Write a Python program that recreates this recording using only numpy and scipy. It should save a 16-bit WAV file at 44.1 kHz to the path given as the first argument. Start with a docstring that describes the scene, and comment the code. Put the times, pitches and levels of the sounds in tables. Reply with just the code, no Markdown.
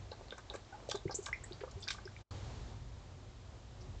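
"""A garden pond at night: distant rumble, a low hum, night air and microphone hiss throughout.
A raccoon dabbles at the rocky edge: spray splashes, air pockets plop under its paws, water sloshes
in the hollows, drips ring as bubbles. Rocks and a house wall answer briefly.
At 2.24 s the sound cuts out for a moment; the hiss comes back louder and settles.
The animal is then nearly still, with one faint splash near the end."""
import sys
import numpy as np
from scipy import signal
from scipy.fft import rfft, irfft, next_fast_len
from scipy.io import wavfile
from scipy.ndimage import map_coordinates

SR = 44100
rng = np.random.default_rng(int(sys.argv[2]) if len(sys.argv) > 2 else 0)


def digitize_waveform(pressure):
    """Quantize a signal to 16-bit integers and store it at the path in sys.argv[1].

    Rows of a 2-D input are taken as channels; values are limited to [-1, 1].
    """
    field = np.atleast_2d(pressure).T
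    bounded = np.clip(field, -1, 1)
    quanta = np.round(bounded * 32767).astype(np.int16)
    wavfile.write(sys.argv[1], SR, quanta)


N = 176400
TOP_HZ = 9100


def amp(db):
    """Decibels to gain."""
    return 10 ** (np.asarray(db) / 20)


def unit(x):
    """Scale to rms 1."""
    return x / np.sqrt(np.mean(x ** 2) + 1e-20)


def along(points, hz):
    """Interpolate (freq_hz, value) points on a log axis."""
    freqs, values = np.transpose(points)
    return np.interp(np.log(hz + 1), np.log(freqs + 1), values)


def wobble(knots_per_s):
    """Smooth random curve."""
    return map_coordinates(rng.standard_normal(400), [np.arange(N) * knots_per_s / SR], mode="mirror")


def filtered(x, response):
    """Apply response(hz) to x."""
    size = next_fast_len(len(x) + 8192)
    return irfft(rfft(x, size) * response(np.fft.rfftfreq(size, 1 / SR)), size)[:len(x)]


def noise(spectrum):
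    """Coloured noise, rms 1."""
    return unit(filtered(rng.standard_normal(N), lambda hz: amp(along(spectrum, hz))))


def hump(hz, centre_hz, octaves):
    """Bell on the log-frequency axis."""
    return np.exp(-.5 * (np.log2((hz + 1) / centre_hz) / octaves) ** 2)


def event_time():
    """Time axis of one event, 0.2 s."""
    return np.arange(SR // 5) / SR


def at_level(x, level_db, length_s):
    """Scale x to the energy of level_db held for length_s."""
    return amp(level_db) * x * np.sqrt(length_s * SR / (np.sum(x ** 2) + 1e-20))


def add(out, start_s, x):
    """Mix x into out."""
    part = out[round(start_s * SR):][:len(x)]
    part += x[:len(part)]


# rumble, air and hiss spectra: freq_hz, relative_db
RUMBLE_SPECTRUM = [(12, -28), (28, -11), (52, 3.5), (78, -3.5), (118, -1), (165, -17), (260, -19.5),
                   (600, -54)]
AIR_SPECTRUM = [(60, -14), (200, -0.5), (370, -1), (720, -3), (1100, -7.5), (1800, -17.5), (4000, -25)]
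HISS_SPECTRUM = [(200, -10), (1200, 4), (2800, 2), (3800, 3.5), (5500, -0.5), (7400, -2), (8400, -16)]
# hum tones: pitch_hz, base_level_db
HUM_TONES = [(97, -59.5), (366, -72)]
# background levels: time_s, rumble_db, air_and_hiss_boost_db
BACKGROUND_LEVELS = [(0, -51, 3.5), (0.699, -55.5, 3.5), (1.402, -51, 4), (2.202, -51, 4), (2.309, -45, 10),
                     (2.62, -43.5, 7.5), (2.78, -46.5, 3), (3.15, -48, 2), (3.7, -52, 2),
                     (3.87, -43.5, 2.5), (4, -45, 3.5)]


def background(air_base_db=-61, hiss_base_db=-66, waver_db=4.5, drift_rad=0.5):
    """Distant rumble, a wavering hum that follows its level, night air and microphone hiss."""
    t = np.arange(N) / SR
    time_s, rumble_db, boost_db = np.transpose(BACKGROUND_LEVELS)
    rumble_db, boost_db = np.interp(t, time_s, rumble_db), np.interp(t, time_s, boost_db)
    hum = np.zeros(N)
    for pitch_hz, base_level_db in HUM_TONES:
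        gain = np.sqrt(2) * amp(base_level_db + waver_db * wobble(7))
        hum += gain * np.sin(2 * np.pi * pitch_hz * t + drift_rad * wobble(11))
    hum *= amp(rumble_db - rumble_db.mean())
    rumble = amp(rumble_db) * noise(RUMBLE_SPECTRUM)
    air = amp(air_base_db + 1.3 * wobble(11)) * noise(AIR_SPECTRUM)
    hiss = amp(hiss_base_db) * noise(HISS_SPECTRUM)
    return rumble + hum + amp(boost_db) * (air + hiss)


# fine spray: start_s, level_db, length_s, centre_hz, width_octaves
SPLASHES = [(0.115, -47, 0.0026, 3950, 0.46), (0.322, -55.5, 0.0054, 3000, 0.88),
            (.3805, -48.5, 0.005, 7060, 0.48), (0.537, -54.5, 0.027, 6150, 0.74),
            (0.556, -48.5, 0.0081, 3130, 1), (0.888, -48.5, 0.006, 5940, 0.61),
            (0.897, -41.5, 0.0066, 4280, 0.85), (0.9064, -45, 0.004, 3940, 0.47),
            (0.9117, -34, 0.0073, 4070, 1), (0.944, -49.5, 0.033, 3730, 0.1),
            (0.951, -48, 0.013, 6700, 0.71), (1.110, -47, 0.023, 5280, 0.21),
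            (1.143, -43.5, 0.0053, 5480, 0.4), (1.148, -35.5, 0.02, 7600, 0.2),
            (1.224, -53, 0.05, 7100, 0.21), (1.26, -39.5, 0.0065, 4870, 0.65),
            (1.263, -49.5, 0.022, 6550, 0.32), (1.438, -43, 0.0091, 7740, 0.081),
            (1.606, -51, 0.016, 2530, 0.55), (1.711, -53.5, 0.0073, 6150, 0.41),
            (1.803, -57, 0.022, 7760, 0.13), (1.823, -51, 0.026, 4640, 0.27), (1.8836, -37, 0.01, 3720, .7),
            (1.9036, -36.5, 0.013, 4320, 0.777), (1.929, -51, 0.025, 5500, 0.86),
            (3.806, -61.5, 0.025, 5300, 0.25)]


def splash(level_db, length_s, centre_hz, width_octaves, bubbles_per_s=1800, t60_cycles=36):
    """A fast-swelling burst of tiny bubbles over a fizz of spray."""
    t = event_time()
    max_bubbles = 96
    onset = rng.random(max_bubbles)
    spread = rng.standard_normal(max_bubbles)
    size = rng.exponential(size=max_bubbles)
    pitch_hz = np.clip(centre_hz * 2 ** (width_octaves * spread), 700, TOP_HZ)[:, None]
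    age_s = np.maximum(t[:SR // 16] - (length_s * onset ** 1.6)[:, None], 0)
    active = np.arange(max_bubbles) < bubbles_per_s * length_s
    gain = amp(3.86 * size - 11 * onset) * np.sqrt(pitch_hz[:, 0]) * active
    rings = amp(-60 * age_s * pitch_hz / t60_cycles) * np.sin(2 * np.pi * pitch_hz * age_s)
    bubbles = np.pad(gain @ rings, (0, len(t) - rings.shape[1]))
    fizz = rng.standard_normal(len(t)) * np.exp(-t / (0.73 * length_s))
    fizz = filtered(fizz, lambda hz: hump(hz, centre_hz, width_octaves) * (hz < TOP_HZ))
    swell = 1 - np.exp(-t / (0.13 * length_s))
    spray = swell * (unit(bubbles) + 0.5 * unit(fizz))
    gap = lambda hz: 1 - 0.38 * hump(hz, 2770, octaves=0.18)  # thin between large and small bubbles
    spray = filtered(spray, lambda hz: hump(hz, centre_hz, 2 * width_octaves) * gap(hz))
    return at_level(spray, level_db, length_s)


# paw pushes: start_s, pitch_hz, level_db, length_s
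PLOPS = [(0.1167, 486, -35, 0.0075), (0.324, 496, -36.5, 0.01), (0.542, 530, -34.5, 0.0077),
         (.551, 526, -31.5, 0.008), (.723, 770, -46, 0.027), (.724, 1480, -46.5, .032),
         (0.74, 845, -42.5, .024), (0.889, 564, -28, 0.0084), (0.945, 420, -29, 0.0037),
         (0.9473, 389, -30.5, 0.016), (1.054, 379, -27.5, 0.013), (1.057, 123, -26.5, 0.018),
         (1.093, 446, -33.5, 0.0086), (1.144, 420, -34.5, 0.0055), (1.186, 382, -34, 0.019),
         (1.509, 373, -40, 0.018), (1.612, 416, -38, 0.018), (1.635, 520, -32, 0.011),
         (1.673, 545, -42, 0.014), (1.753, 102.7, -34, 0.044), (1.764, 396, -46, 0.046),
         (2.053, 375, -40.5, 0.024)]


def plop(pitch_hz, level_db, length_s, sag_share=0.033, ragged_rad=0.25):
    """An air pocket under the paw pulses unevenly, sags in pitch and dies quickly."""
    t = event_time()
    progress = t / length_s
    swell = (progress / 0.24 * np.exp(1 - progress / 0.24)) ** 1.49
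    jitter = ragged_rad * map_coordinates(rng.standard_normal(len(t)), [t * pitch_hz / 2])
    glide_hz = pitch_hz * (1 + sag_share * (.4 - np.minimum(progress, 1)))
    return amp(level_db) * swell * np.sin(2 * np.pi * np.cumsum(glide_hz) / SR + jitter)


# rock hollow resonances: pitch_hz, width_hz, gain_db
HOLLOWS = [(370, 173, 6), (523, 150, 0.5), (826, 180, 1), (1164, 140, 1), (1582, 137, 2), (2250, 410, -3)]
# water in the hollows: start_s, level_db, length_s, centre_hz
SLOSHES = [(0.117, -52, 0.022, 950), (0.207, -50.5, 0.017, 547), (0.32, -46.5, 0.013, 1240),
           (0.378, -49.5, 0.019, 1260), (0.5, -51, 0.032, 730), (0.535, -48.5, 0.022, 1300),
           (.912, -40.5, 0.0094, 1000), (0.947, -41, 0.012, 840), (1.0932, -41, 0.013, 680),
           (1.104, -43.5, 0.014, 800), (1.262, -43, 0.016, 1480), (1.281, -43, 0.012, 980),
           (1.635, -43.5, 0.01, 800), (1.879, -46.5, 0.017, 1900), (1.904, -38.5, 0.011, 1950),
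           (1.98, -47.5, 0.0089, 1000)]


def slosh(level_db, length_s, centre_hz, width_octaves=0.65, retune_share=0.021):
    """Uneven slaps ring the hollows between the rocks; the moving water retunes them for each slosh."""
    def hollows(hz):
        return sum(amp(gain_db) * (1j * hz * width_hz / (pitch_hz ** 2 - hz ** 2 + 1j * hz * width_hz)) ** 2
                   for pitch_hz, width_hz, gain_db in HOLLOWS)

    t = event_time()
    slaps = rng.standard_normal(len(t)) * np.exp(1.18 * rng.standard_normal(len(t)))
    slaps *= np.exp(-(t / (0.79 * length_s)) ** 2)
    retune = 1 + retune_share * rng.standard_normal()
    ringing = filtered(slaps, lambda hz: hollows(hz * retune) * hump(hz, centre_hz, width_octaves))
    return at_level(ringing, level_db, length_s)


# drops, one bubble each: start_s, pitch_hz, level_db, t60_s
DRIPS = [(0.1182, 4140, -30.5, 0.0067), (0.3075, 3500, -30, 0.012), (.3234, 3520, -38.5, 0.018),
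         (0.4999, 3740, -28, 0.011), (.9155, 3410, -23.5, 0.0072), (1.0793, 1960, -39.5, 0.038),
         (1.1102, 4950, -39, 0.016), (1.1485, 6890, -28.5, 0.016), (1.261, 3400, -35, 0.014),
         (1.329, 1940, -22.5, 0.041), (1.329, 5280, -47.5, 0.042), (1.440, 1704, -42.5, 0.044),
         (1.5228, 3750, -36, 0.011), (1.531, 4450, -37, 0.018), (1.606, 1400, -44.5, 0.021),
         (1.678, 1100, -41.5, 0.04), (1.8305, 3430, -33, 0.016), (1.8397, 4870, -33, .004),
         (1.874, 1465, -36, 0.034), (1.8796, 4700, -22, 0.0074), (1.885, 3580, -26, 0.015),
         (1.907, 3600, -29.5, 0.016), (1.947, 1055, -39, 0.03), (2.054, 5120, -36.5, 0.015),
         (2.0757, 1453, -37, 0.025), (2.1648, 2160, -37, 0.012), (2.308, 4180, -49.5, 0.05)]


def drip(pitch_hz, level_db, t60_s, rise_s=0.013, spatter_s=0.005, attack_cycles=0.5):
    """A drop spatters and traps a ringing bubble, whose pitch climbs as it nears the surface."""
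    t = event_time()
    small_bubble_hz = 2780  # bubbles above this climb less
    rise_share = 0.38 * min(1, small_bubble_hz / pitch_hz) ** 2
    glide_hz = pitch_hz * (1 + rise_share * (1 - np.exp(-t / rise_s)))
    ring = amp(-60 * t / t60_s) * np.sin(2 * np.pi * np.cumsum(glide_hz) / SR)
    spatter = unit(filtered(rng.standard_normal(len(t)), lambda hz: hump(hz, pitch_hz, octaves=0.16)))
    spatter *= amp(-23.5) * min(2, pitch_hz / small_bubble_hz) ** 2 * np.exp(-t / spatter_s)
    attack = 1 - np.exp(-t * pitch_hz / attack_cycles)
    return amp(level_db) * attack * (ring + spatter)


def trickle(drops_per_s=17, end_s=2.7, centre_hz=3340, base_db=-57, max_drops=64):
    """Faint drops fall at random from wet fur."""
    out = np.zeros(N)
    for onset, spread, size in rng.random((max_drops, 3)):
        start_s = onset * max_drops / drops_per_s
        if start_s < end_s:
            pitch_hz = centre_hz * 2 ** (2 * spread - 1)
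            add(out, start_s, drip(pitch_hz, base_db + 10 * size ** 2, t60_s=0.0098))
    return garden(out)[:N]


# rock and wall reflections: delay_s, gain_db
ECHOES = [(.00255, -13.5), (.012, -16), (.022, -24)]
# diffuse decay: freq_hz, t60_s
GARDEN_DECAY = [(200, 0.13), (2000, 0.2), (8000, .18)]


def garden(x, tail_db=-9, build_s=0.0025):
    """Early echoes off rocks and wall, plus a short diffuse tail drawn anew per call."""
    hz, t, spectrum = signal.stft(rng.standard_normal(SR // 4), SR, nperseg=256)
    decay = amp(-60 * t / along(GARDEN_DECAY, hz)[:, None])
    tail = signal.istft(spectrum * decay, SR, nperseg=256)[1]
    tail *= 1 - np.exp(-np.arange(len(tail)) / SR / build_s)
    response = amp(tail_db) * tail / np.linalg.norm(tail)
    response[0] += 1
    for delay_s, gain_db in ECHOES:
        response[round(delay_s * SR)] += amp(gain_db)
    return signal.fftconvolve(x, response / np.linalg.norm(response))


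def scene():
    """Dabbling paws and dripping fur over the night background, mono."""
    dabbling = np.zeros(N)
    for source, table in (drip, DRIPS), (plop, PLOPS), (slosh, SLOSHES), (splash, SPLASHES):
        for start_s, *row in table:
            add(dabbling, start_s, garden(source(*row)))
    return (dabbling + background() + trickle())[None]


# microphone treble roll-off: freq_hz, gain_db
MIC_RESPONSE = [(7400, -3), (8000, -8), (8600, -16), (9050, -36.5)]


def record(dry):
    """A small band-limited microphone with one brief dropout."""
    off_s, on_s, floor_db = 2.236, 2.308, -41.5
    fade_out_s, fade_in_s = 0.023, 0.00095
    t = np.arange(N) / SR
    gate = np.clip(np.maximum((off_s - t) / fade_out_s, (t - on_s) / fade_in_s), 0, 1) ** 2
    gated = dry[0] * (gate + (1 - gate) * amp(floor_db))
    return filtered(gated, lambda hz: amp(along(MIC_RESPONSE, hz)) * (hz < TOP_HZ))[None]


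dry = scene()
out = record(dry)
digitize_waveform(out)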